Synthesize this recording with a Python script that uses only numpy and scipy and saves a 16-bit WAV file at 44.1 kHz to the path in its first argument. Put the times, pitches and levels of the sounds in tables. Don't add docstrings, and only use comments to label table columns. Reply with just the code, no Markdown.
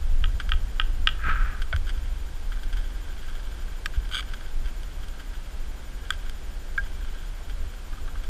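import sys
import numpy as np
from scipy import signal
from scipy.fft import rfft, irfft, next_fast_len
from scipy.io import wavfile
from scipy.ndimage import uniform_filter1d, map_coordinates

SR = 44100
rng = np.random.default_rng(int(sys.argv[2]) if len(sys.argv) > 2 else 0)


def master(y):
    cut = np.clip(np.atleast_2d(y).T, -1, 1)
    pcm = np.round(cut * 32767)
    wavfile.write(sys.argv[1], SR, pcm.astype(np.int16))


N = 365588

# frequency in Hz, relative density in dB.
HISS_SPECTRUM = [(60, 11), (170, 8), (400, 4), (900, 0), (2200, -4.5), (4000, -8), (6500, -12),
                 (8400, -13.5), (10000, -16), (12500, -20), (15000, -27)]
WIND_SPECTRUM = [(10, -12.5), (20, 3.5), (32, -0.5), (50, -7.5), (72, -14), (100, -27), (150, -36.5),
                 (300, -44), (800, -101)]
SNOW_SPECTRUM = [(410, -44), (700, -27), (1050, -19.5), (1310, 0.5), (1410, -5.5), (1590, -1), (1710, -8),
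                 (2220, -18), (2430, -15), (2700, -22), (3210, -23.5), (4670, -39), (7000, -51),
                 (9100, -74), (15400, -120)]

# centre in Hz, width in Hz, relative gain in dB.
CASE_MODES = [(1366, 335, -4), (1578, 153, 3), (1970, 130, -13.5), (2250, 230, -9.5), (2830, 880, -25),
              (3223, 545, -2.5), (4790, 590, -12.5), (6300, 1200, -23), (8320, 470, -18.5),
              (9400, 1100, -35), (12000, 5000, -32)]
PACKED_SNOW_MODES = [(1230, 170, 2), (1570, 220, -3), (2300, 600, -23), (3300, 690, -16)]
GRIP_MODES = [(640, 210, -12.5), (1370, 92, 0.5), (1530, 130, -3), (1890, 180, -21), (2210, 250, -12),
              (3260, 440, -14), (4650, 400, -30)]
BUCKLE_MODES = [(1250, 85, -5), (1634, 220, -1), (1930, 160, -9), (2420, 210, -10), (2720, 200, -13),
                (3110, 170, -6.5), (3630, 330, -14), (4550, 310, -17), (5460, 380, -15), (7850, 1100, -22),
                (12500, 3000, -35)]
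CAP_MODES = [(1260, 100, -4.5), (1534, 200, 2), (1900, 120, -12), (2360, 170, -15), (3320, 300, -1),
             (3940, 250, -38), (4650, 300, -20), (5530, 440, -30), (7400, 1000, -19), (9200, 520, -36),
             (11150, 900, -27)]
STRAP_MODES = [(1256, 115, -6.5), (1527, 120, 1), (2020, 140, -15), (2300, 120, -6), (2960, 220, -18),
               (3240, 420, 0), (4710, 260, -12), (6500, 420, -19.5), (8120, 480, -20), (9550, 510, -25.5),
               (12300, 2200, -37)]
POLE_MODES = [(850, 85, -22), (1284, 82, 2), (1560, 160, 0.5), (1860, 145, -4.5), (2430, 120, -6.5),
              (2850, 220, -1), (3225, 370, 2), (4800, 160, -21), (5470, 230, -26.5), (7700, 830, -37)]

# frequency in Hz, level in dB.
WHINE_TONES = [(7027, -61), (14056, -61.5)]
# peak time in seconds, level in dB.
BODY_SWAYS = [(.24, -20), (.55, -25), (1.33, -22), (1.96, -23), (2.72, -25), (4.63, -26.5), (6.86, -29),
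              (7.58, -30)]
# start in seconds, length in seconds, level in dB.
GLOVE_RUBS = [(1.865, 0.052, -40.5), (1.936, 0.065, -53), (2.52, 0.092, -52), (2.732, 0.15, -47.5),
              (2.895, 0.21, -54.5), (3.098, 0.31, -50.5), (3.392, .4, -56.5), (3.933, 0.049, -46),
              (4.045, .025, -44), (4.232, .28, -53.5), (4.643, 0.061, -47), (5.025, 0.038, -47),
              (5.188, 0.05, -49.5), (5.33, 0.068, -53.5), (6.03, .26, -55), (6.824, 0.43, -54)]
# start in seconds, level in dB.
SNOW_CRUNCHES = [(7.9294, -44.5), (7.9758, -47.5), (8.0778, -42), (8.1542, -44)]
# frequency in Hz, relative level in dB, T60 in seconds.
CASE_KNOCK_MODES = [(1420, -3.5, 0.052), (1490, -32, .02), (1610, 4.5, 0.076), (1910, -14, 0.029),
                    (2250, -5, 0.023), (3400, -11, 0.01)]
# start in seconds, level in dB, frequency in Hz, T60 in seconds.
MOUNT_JOLTS = [(1.74, -9.5, 73, 0.14), (3.972, -6, 45, 0.1)]
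# start in seconds, level in dB, tilt in dB per octave, scrape in seconds.
CLICKS_AND_ECHO = [(.400, -31, -2.5, 0.0077), (0.4922, -35.5, -1, .0024), (1.6183, -35, 0.5, 0.0057),
                   (1.740, -34, -11, 0.005), (1.7631, -35.5, 0, 0.0012), (2.52, -39.5, -3.5, .01),
                   (2.633, -43, 3, 0.0067), (2.728, -39, 0.5, .009), (2.7692, -41, 1, 0.0061),
                   (3.938, -46, -3, .004), (4.0913, -48.5, 3.5, .0024), (4.2261, -41.5, -3, .0042),
                   (4.3362, -37, -0.5, .0061), (4.8329, -47.5, 4, .002), (5.0844, -48, 5.5, .0023),
                   (6.122, -42, -1, .006), (6.134, -43.5, 1, .008), (6.2963, -42, 3.5, 0.0011),
                   (7.047, -46, -8, .004), (7.4964, -43.5, 1, .01), (8.2364, -44.5, 2, .011)]
# start in seconds, level in dB, scrape in seconds.
GEAR_CLACKS = [(1.728, -25.5, 0.0032), (3.8590, -26, 0.0021), (6.1053, -22, 0.0012)]
# start in seconds, level in dB.
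HOOK_SNAPS = [(4.1455, -33.5), (4.1532, -28.5)]
# start in seconds, level in dB, tilt in dB per octave.
POLE_TAPS = [(0.241, -28, -1), (0.5195, -23, -2), (0.7985, -20.5, -2), (1.0728, -15.5, 2)]


def amp(db):
    return 10 ** (np.asarray(db) / 20)


def unit_rms(x):
    return x / np.sqrt(np.mean(x ** 2) + 1e-20)


def time_s(size=N):
    return np.arange(size) / SR


def wobble(rate_hz):
    return map_coordinates(rng.standard_normal(int(N * rate_hz / SR) + 4), [time_s() * rate_hz])


def grains(rate_hz, spread_db):
    hits = rng.random(N) < rate_hz / SR
    return hits * rng.standard_normal(N) * amp(spread_db * rng.standard_normal(N))


def trapezoid(start_s, length_s, attack_s, release_s):
    t = time_s() - start_s
    return np.clip(np.minimum(t / attack_s, (length_s - t) / release_s), 0, 1)


def add(track, start_s, sound):
    span = track[round(start_s * SR):][:len(sound)]
    span += sound[:len(span)]


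def spectrum(points):
    points_hz, db = np.transpose(points)
    return lambda hz: amp(np.interp(np.log(hz + 1), np.log(points_hz), db))


def resonances(modes, tilt_db_oct=0):
    def gain(hz):
        peaks = sum(amp(db) / (1 + (2 * (hz - mode_hz) / width_hz) ** 2)
                    for mode_hz, width_hz, db in modes)
        octaves = np.log2(np.maximum(hz / modes[0][0], 1))
        return peaks * amp(tilt_db_oct * octaves)
    return gain


def colour(x, gain):
    size = 2 * next_fast_len(len(x) // 2 + 4096)
    hz = np.fft.rfftfreq(size, 1 / SR)
    cepstrum = irfft(np.log(np.maximum(gain(hz), 1e-6)))
    cepstrum[1:size // 2] *= 2
    cepstrum[size // 2 + 1:] = 0
    return irfft(rfft(x, size) * np.exp(rfft(cepstrum)), size)[:len(x)]


def noise(gain):
    return unit_rms(colour(rng.standard_normal(N), gain))


def contact(modes, tilt_db_oct, scrape_s, grit):
    t = time_s(SR // 8)
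    scrape = rng.standard_normal(len(t)) * np.exp(-t / max(scrape_s, 1e-4))
    force = grit * scrape / np.linalg.norm(scrape)
    force[0] += 1

    def gain(hz):
        power = uniform_filter1d(np.abs(rfft(force, 2 * len(hz) - 2)) ** 2, size=80)
        return resonances(modes, tilt_db_oct)(hz) / np.sqrt(np.abs(power) + 1e-9)

    ring = colour(force, gain)
    return ring / np.linalg.norm(ring) * np.sqrt(SR / 100)


def camera_noise(gate_hz=12):
    hiss = amp(-47.5) * noise(spectrum(HISS_SPECTRUM))
    air = amp(-58.5) * noise(resonances(CASE_MODES))
    t = time_s()
    switched_on = np.cos(2 * np.pi * gate_hz * (t - 0.03)) > 0.1
    gate = uniform_filter1d(switched_on.astype(float), SR // 200)
    drift_rad = 1.1 * wobble(rate_hz=70)
    whine = sum(amp(db) * np.sin(2 * np.pi * hz * t + drift_rad) for hz, db in WHINE_TONES)
    return hiss + air + gate * whine


def wind(moving_db=-22.5, rest_db=-30, settle_s=2.8, sway_width_s=0.13):
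    t = time_s()
    speed = np.clip(1 - (t / settle_s) ** 2, 0, 1)
    flow = amp(rest_db + (moving_db - rest_db) * speed)
    sways = sum(amp(db) * np.exp(-((t - peak_s) / sway_width_s) ** 2) for peak_s, db in BODY_SWAYS)
    eddies = amp(1.2 * wobble(rate_hz=6.4))
    return np.hypot(flow, sways) * eddies * noise(spectrum(WIND_SPECTRUM))


def glove_rustle(rest_db=-59.5):
    rubbing = sum(amp(db) * trapezoid(start_s, length_s, attack_s=0.011, release_s=0.021)
                  for start_s, length_s, db in GLOVE_RUBS)
    fibres = grains(rate_hz=2800, spread_db=4) * amp(2.5 * wobble(rate_hz=60))
    fabric = unit_rms(colour(fibres, resonances(CASE_MODES, tilt_db_oct=-0.7)))
    return np.hypot(rubbing, amp(rest_db)) * fabric


def snow_crunches():
    out = np.zeros(N)
    for start_s, db in SNOW_CRUNCHES:
        add(out, start_s, amp(db) * contact(PACKED_SNOW_MODES, tilt_db_oct=2, scrape_s=0.005, grit=2.7))
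    return out


def case_knocks(knock_s=6.778, knock_db=-17.5):
    out, t = np.zeros(N), time_s(SR // 3)

    def ring(hz, t60_s, attack_s):
        return np.sin(2 * np.pi * hz * t) * amp(-60 * t / t60_s) * (1 - np.exp(-t / attack_s))

    knock = sum(amp(db) * ring(hz, t60_s, attack_s=0.0017) for hz, db, t60_s in CASE_KNOCK_MODES)
    scuff = contact(CASE_MODES, tilt_db_oct=0, scrape_s=0.0033, grit=2)
    add(out, knock_s, amp(knock_db) * knock)
    add(out, knock_s, amp(-41.5) * scuff)
    for start_s, db, hz, t60_s in MOUNT_JOLTS:
        add(out, start_s, amp(db) * ring(hz, t60_s, attack_s=0.0075))
    return out


def gear_clicks():
    out = np.zeros(N)
    for start_s, db, tilt_db_oct, scrape_s in CLICKS_AND_ECHO:
        grit = scrape_s / 0.0011
        add(out, start_s, amp(db) * contact(CASE_MODES, tilt_db_oct, scrape_s, grit))
    for (start_s, db, scrape_s), modes in zip(GEAR_CLACKS, (GRIP_MODES, BUCKLE_MODES, CAP_MODES)):
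        add(out, start_s, amp(db) * contact(modes, tilt_db_oct=0, scrape_s=scrape_s, grit=1.27))
    return out


def strap_rip(start_s=4.111, length_s=0.101, build_s=0.034, level_db=-30, slack_db=-9, rows_per_s=140):
    slack = np.clip(1 - (time_s() - start_s) / build_s, 0, 1)
    gate = trapezoid(start_s, length_s, attack_s=0.002, release_s=0.002)
    pull = amp(level_db + slack_db * slack) * gate
    rows_peeled = np.cumsum(rows_per_s * amp(2.5 * wobble(rate_hz=130))) / SR
    bursts = amp(-20 * (rows_peeled % 1) + 1.2 * wobble(rate_hz=150))
    hooks = bursts * grains(rate_hz=8600, spread_db=1)
    out = pull * unit_rms(colour(hooks, resonances(STRAP_MODES)))
    for snap_s, db in HOOK_SNAPS:
        add(out, snap_s, amp(db) * contact(STRAP_MODES, tilt_db_oct=-0.1, scrape_s=0.0022, grit=3.5))
    return out


def ski_slide(push_s=1.289, push_db=-24, glide_db=-32.5):
    load_db_per_s, unload_db_per_s, slowing_db_per_s = 238, 212, 37
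    t = time_s() - push_s
    before_s, after_s = np.maximum(-t, 0), np.maximum(t, 0)
    push = amp(push_db - load_db_per_s * before_s - unload_db_per_s * after_s)
    gate = trapezoid(push_s, length_s=0.42, attack_s=0.024, release_s=0.18)
    glide = amp(glide_db - slowing_db_per_s * after_s) * gate
    crystals = unit_rms(colour(grains(rate_hz=4600, spread_db=1.5), spectrum(SNOW_SPECTRUM)))
    pack_gain = spectrum([(40, -20), (110, 10.5), (300, -11.5), (900, -16), (2000, -45)])
    pack = unit_rms(colour(grains(rate_hz=1800, spread_db=5.5), pack_gain))
    return np.hypot(push, glide) * (crystals + amp(-10) * pack)


def forest_echo(x, echo_s=0.0167, echo_db=-13.5, scatter_db=-17, t60_s=0.3):
    t = time_s(SR // 2)
    scatter = rng.standard_normal(len(t)) * amp(-60 * t / t60_s) * np.minimum(t / echo_s, 1)
    response = amp(scatter_db) * scatter / np.linalg.norm(scatter)
    response[round(echo_s * SR)] += amp(echo_db)
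    return x + signal.fftconvolve(x, response)[:N]


def pole_taps():
    out = np.zeros(N)
    for start_s, db, tilt_db_oct in POLE_TAPS:
        add(out, start_s, amp(db) * contact(POLE_MODES, tilt_db_oct, scrape_s=0.0003, grit=3))
    return out


def scene():
    gear = forest_echo(pole_taps()) + gear_clicks() + case_knocks() + strap_rip() + glove_rustle()
    return (gear + ski_slide() + snow_crunches() + wind() + camera_noise())[None]


def record(dry, cutoff_hz=15200):
    size = next_fast_len(N + SR // 2)
    passband = np.fft.rfftfreq(size, 1 / SR) < cutoff_hz
    return irfft(rfft(dry, size) * passband, size)[:, :N]


dry = scene()
out = record(dry)
master(out)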